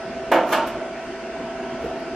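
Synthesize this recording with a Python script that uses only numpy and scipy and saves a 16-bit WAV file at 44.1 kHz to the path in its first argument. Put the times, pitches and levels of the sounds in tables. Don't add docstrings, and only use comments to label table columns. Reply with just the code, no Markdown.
import sys
import numpy as np
from scipy import signal
from scipy.fft import rfft, irfft
from scipy.io import wavfile
from scipy.ndimage import uniform_filter1d

SR = 44100
rng = np.random.default_rng(int(sys.argv[2]) if len(sys.argv) > 2 else 0)


def wav_record(signal):
    frames = np.transpose(np.atleast_2d(signal))
    bounded = np.clip(frames, -1, 1)
    quanta = np.round(bounded * 32767).astype(np.int16)
    wavfile.write(sys.argv[1], SR, quanta)


N = 94815


def amp(db):
    return 10 ** (np.asarray(db) / 20)


def unit(x):
    return x / np.sqrt(np.mean(x ** 2) + 1e-20)


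def read(points, hz):
    freq_hz, value = np.transpose(points)
    return np.interp(np.log(hz + 1), np.log(freq_hz + 1), value)


def add(mix, start_s, sound):
    part = mix[:, round(start_s * SR):][:, :sound.shape[1]]
    part += sound[:, :part.shape[1]]


def colour(x, points, size=4096):
    log_gain = np.log(amp(read(points, abs(np.fft.fftfreq(size, 1 / SR)))))
    response = np.exp(np.conj(signal.hilbert(log_gain)))
    taps = np.fft.ifft(response).real[:size // 2]
    return signal.fftconvolve(x, taps[None], axes=1)[:, :x.shape[1]]


def noise(length, level_db, correlation, size=256):
    frames = dict(fs=SR, nperseg=size, noverlap=size * 3 // 4)
    hz, t, bins = signal.stft(rng.standard_normal((2, length)), **frames)
    shared = np.clip(read(correlation, hz), -1, 1)[:, None]
    bins[1] = shared * bins[0] + np.sqrt(1 - shared ** 2) * bins[1]
    return signal.istft(bins * amp(level_db(hz[:, None], t)), **frames)[1][:, :length]


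def drift(rate_hz):
    hz = np.fft.rfftfreq(N, 1 / SR)
    return unit(irfft(rfft(rng.standard_normal(N)) / (1 + (hz / rate_hz) ** 2), N))


def ripple(x, depth_db):
    hz = np.geomspace(1500, 15000, 130)
    db = depth_db * rng.standard_normal(len(hz)) * (hz > hz[0])
    return colour(x, list(zip(hz, db)))


def lean(x, balance):
    half_db = read(balance, np.fft.rfftfreq(N, 1 / SR)) / 2
    return irfft(rfft(x) * amp([half_db, -half_db]), N)


# freq_hz, relative_db
AIR_SPECTRUM = [(25, -32), (60, -14), (105, -40), (135, -12.5), (180, -19), (240, -8.5), (305, -14),
                (375, -5.5), (440, -14.5), (560, -16.5), (660, -14.5), (740, -11), (830, -18.5), (950, -17),
                (1170, -23.5), (1450, -20), (1800, -22.5), (2100, -25), (2750, -26), (3500, -32.5),
                (6000, -37), (7500, -44.5), (8700, -39.5), (9600, -47), (15000, -73.5)]
# freq_hz, correlation
AIR_CORRELATION = [(40, 0.99), (700, 0.96), (1400, 0.73), (2700, 0.7), (4000, 0.026), (5500, -0.21),
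                   (7500, -0.2), (9000, -1.016)]
def air_rush():
    def level_db(hz, t):
        patches = uniform_filter1d(rng.standard_normal((len(hz), len(t))), size=12, axis=0)
        patches = unit(uniform_filter1d(patches, size=8, axis=1))
        return read(AIR_SPECTRUM, hz) + 1.5 * patches
    air = noise(N, level_db, AIR_CORRELATION, size=2048)
    return amp(-33.5) * unit(ripple(air, depth_db=1.75))


# pitch_hz, level_db
MOTOR_TONES = [(59.2, -57.5), (236.9, -47), (257, -46.5), (352, -50.5), (386.5, -44), (623, -49),
               (659.8, -36), (679, -41), (1319, -51), (1437, -59), (1507, -50.5), (1550, -56.5),
               (2713, -60)]
# time_s, gain_db
DRONE_LEVEL = [(0, 0), (.85, 0), (1.05, -2.3), (1.27, -2.3), (1.4, .8), (1.85, .8), (2.15, 0)]
def machinery(wander_hz=.8, waver_db=.45, drone_below_hz=1100):
    out = air_rush()
    for hz, db in MOTOR_TONES:
        turns = np.cumsum(hz + wander_hz * drift(rate_hz=7)) / SR + rng.random()
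        peak = np.sqrt(2) * amp(db + waver_db * drift(rate_hz=7))
        out = out + peak * np.sin(2 * np.pi * turns)
    drone = signal.sosfiltfilt(signal.butter(2, drone_below_hz, fs=SR, output="sos"), out)
    drone_gain = amp(np.interp(np.arange(N) / SR, *np.transpose(DRONE_LEVEL)))
    return out + drone * (drone_gain - 1)


# start_s, thud_db, clang_db, tick_db
FAR_KNOCKS = [(1.398, -6, -30, -45), (1.836, 1.5, -30, -27)]
# freq_hz, gain_db
KNOCK_SPECTRUM = [(60, -16), (110, -10), (230, -1), (350, 1), (500, 1), (750, -10), (2000, -10),
                  (5000, -14), (12000, -29)]
# freq_hz, correlation
ROOM_CORRELATION = [(150, .998), (700, 0.95), (1600, 0.92), (3600, 0.76), (5200, 0.31), (8000, -0.15),
                    (11500, -0.69), (13400, -0.052)]
def far_knocks(rise_s=.008, t60_s=.11):
    out = np.zeros((2, N))
    rise = np.minimum(np.arange(SR // 2) / SR / rise_s, 1)
    for start_s, *levels_db in FAR_KNOCKS:
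        burst = rise * noise(SR // 2, lambda hz, t: -4 - 60 * t / t60_s, ROOM_CORRELATION)
        knock = colour(burst, KNOCK_SPECTRUM)
        add(out, start_s, colour(knock, hardness(*levels_db)))
    return out


def bass_bump(start_s=1.795, pitch_hz=64.3, peak_db=-41, rise_s=.035):
    t = np.maximum(np.arange(N) / SR - start_s, 0)
    swell = t / rise_s * np.exp(1 - t / rise_s)
    return amp(peak_db) * swell * np.sin(2 * np.pi * pitch_hz * t)


# start_s, length_s, level_db
HANDLING = [(1.01, 0.07, -63), (1.792, .12, -54), (1.872, .07, -62), (1.962, .09, -59)]
# freq_hz, relative_db
RUSTLE_SPECTRUM = [(300, -8), (3000, 3), (8000, -3), (13000, -2.5), (15000, -14)]
def handling_rustles(grain_db=5):
    out = np.zeros((2, N))
    for start_s, length_s, db in HANDLING:
        length = round(length_s * SR)
        hiss = noise(length, lambda hz, t: read(RUSTLE_SPECTRUM, hz), ROOM_CORRELATION)
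        grains = amp(grain_db * drift(rate_hz=120)[:length])
        add(out, start_s, amp(db) * np.hanning(length) * unit(hiss * grains))
    return out


# freq_hz, on_edge_db, flat_db
RING_SPECTRUM = [(60, -58, -67), (130, -21, -22), (192.4, -15.5, -11), (265, -1, -1), (350, -3, -6),
                 (425, -8, -15), (510, -2, -13), (650, -3, -8), (1000, 0.5, -2.5), (1510, -3, -4),
                 (2030, -8.5, -17), (2870, -12.5, -10.5), (3540, -17.5, -19), (5000, -26, -23),
                 (6600, -22.5, -24), (8500, -29.5, -27), (11500, -22.5, -21.5), (13300, -19.5, -22),
                 (15000, -35, -32)]
# freq_hz, t60_s
RING_DECAY = [(150, 0.78), (600, 0.85), (1500, .45), (3500, 0.5), (7000, 0.37), (13000, 0.16)]
def dense_ring(flat, contact_s=.0018, crack_t60_s=.063):
    rise = np.minimum(np.arange(SR) / SR / contact_s, 1)
    tail = noise(SR, lambda hz, t: -6.5 - 60 * t / read(RING_DECAY, hz), ROOM_CORRELATION)
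    crack = noise(SR, lambda hz, t: -2 - 60 * t / crack_t60_s, ROOM_CORRELATION)
    spectrum = [(hz, flat_db if flat else edge_db) for hz, edge_db, flat_db in RING_SPECTRUM]
    return colour(rise * (tail + crack), spectrum)


# start_s, length_s, relative_db
BLOCK_SLIDES = [(0.461, .03, -19), (.485, 0.05, -11), (0.658, 0.016, -16)]
# freq_hz, gain_db
SCRAPE_SPECTRUM = [(300, -1), (2000, -2.5), (6000, 4.5), (13000, 4.5)]
def block_scrape(catches_per_s=2300, swell_db=7.5):
    force = np.zeros(N)
    for start_s, length_s, db in BLOCK_SLIDES:
        progress = (np.arange(N) / SR - start_s) / length_s
        sliding = (progress > 0) & (progress < 1)
        force += amp(db - 22.5 + swell_db * np.clip(progress, 0, 1)) * sliding
    catches = force * rng.standard_normal(N) * (rng.random(N) < catches_per_s / SR)
    ring = colour(dense_ring(flat=False), SCRAPE_SPECTRUM)
    return signal.fftconvolve(catches[None], ring, axes=1)[:, :N]


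FLAT_FROM_S, SEATED_FROM_S = .5, .57
# pitch_hz, on_edge_db, flat_db, seated_db, t60_s, pressed_db
SHEET_MODES = [(327.8, 5, 1, 1.5, 0.21, -9.5), (512, 3, -8, -3, .36, -4), (553, 4, -20, -20, .24, -7),
               (600.4, -5, -1.5, -1.5, 1, -1), (646.3, 3, 5, 4, 0.4, 1.5), (675, 1.5, -6, -4, .4, -1),
               (726, -1.5, -12.5, -6.5, 0.83, -1.5), (810, -2.5, -4.5, -11, .4, -9),
               (870, -5.5, -3, -2.5, 0.54, -1.5), (887.4, 1, -12, -12, 0.33, -8),
               (910, -5, -6, 11, .86, -20), (987, -6, -10, -4.5, .45, -11.5),
               (1130, -18, -6.5, -3, .45, -12), (1215, -11, -6.5, -12, 0.2, -9),
               (1358, -8, -9, -4.5, 0.9, -5.5), (1438, -14, -11, -11.5, 0.45, -8),
               (1565, -8, -12.5, -16, .35, -8), (1678, -17, -6, -15, 0.29, -9),
               (1763, -12, -15, -15, .3, -8), (2810, -10.5, -13, -16, 0.27, -9)]
def sheet_modes(contacts, press_s=.645, press_rise_s=.019, sag_hz=60, sag_s=.016, shimmer_hz=2):
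    t, out = np.arange(N) / SR, np.zeros(N)
    pressed = np.clip((t - press_s) / press_rise_s, 0, 1)
    landing_s, lowest_hz = contacts[0][0], SHEET_MODES[0][0]
    sharp_hz = sag_hz * np.exp(-np.maximum(t - landing_s, 0) / sag_s)
    for hz, edge_db, flat_db, seated_db, t60_s, pressed_db in SHEET_MODES:
        energy_in = np.zeros(N)
        for start_s, *levels_db in contacts:
            pose_db = (edge_db if start_s < FLAT_FROM_S else
                       flat_db if start_s < SEATED_FROM_S else seated_db)
            energy_in[round(start_s * SR)] += amp(read(hardness(*levels_db), hz) + pose_db) ** 2
        kept_per_sample = amp(-60 / (t60_s * SR)) ** 2
        energy = signal.lfilter([1], [1, -kept_per_sample], energy_in)
        envelope = amp(pressed_db * pressed) * uniform_filter1d(np.sqrt(energy), size=64)
        pitch_hz = hz + sharp_hz * (lowest_hz / hz) ** 2 + shimmer_hz * drift(rate_hz=20)
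        turns = np.cumsum(pitch_hz) / SR + rng.random()
        out += envelope * np.sin(2 * np.pi * turns)
    return amp(-22.5) * out


def hardness(thud_db, clang_db, tick_db):
    return [(490, thud_db), (2200, clang_db), (9000, tick_db)]


# start_s, thud_db, clang_db, tick_db
BLOCK_CONTACTS = [(0.3157, -3.5, -2, -4), (0.3204, -10.5, -2, -14.5), (0.3262, -2.5, -1, -18),
                  (0.337, -4, -13, -10), (0.3446, -6.5, -12, -22), (0.3564, -1, -9, -16.5),
                  (0.3865, -12, -23.5, -34), (0.431, -18, -19, -32), (0.517, -19, -15, -13),
                  (0.5224, -13, -5.5, -1.5), (0.5268, -3.5, 3.5, -1.5), (0.5436, -10, -5.5, -18),
                  (0.584, -8.5, -15, -34.5), (0.620, -11, -25.5, -40), (0.670, -28, -18, -12),
                  (0.743, -12.5, -33, -35), (0.800, -10.5, -28, -48), (0.858, -25.5, -38.5, -47.5)]
def steel_block():
    rings = np.zeros((2, N))
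    for start_s, *levels_db in BLOCK_CONTACTS:
        ring = dense_ring(flat=start_s > FLAT_FROM_S)
        add(rings, start_s, colour(ring, hardness(*levels_db)))
    return ripple(rings, depth_db=2.5) + sheet_modes(BLOCK_CONTACTS)


# freq_hz, left_minus_right_db
SHEET_PLACE = [(250, 1), (700, -2.5), (1500, -2), (3000, -1), (10000, 0)]
# freq_hz, left_minus_right_db
SHOP_PLACE = [(300, -0.13), (700, -1), (1500, -0.64), (4000, 0.7)]
def scene():
    sheet = steel_block() + block_scrape()
    shop = far_knocks() + bass_bump() + handling_rustles() + machinery()
    return lean(sheet, SHEET_PLACE) + lean(shop, SHOP_PLACE)


def record(dry):
    low_pass = signal.firwin(511, cutoff=15150, window=("kaiser", 9), fs=SR)
    return signal.oaconvolve(dry, low_pass[None], "same")


dry = scene()
out = record(dry)
wav_record(out)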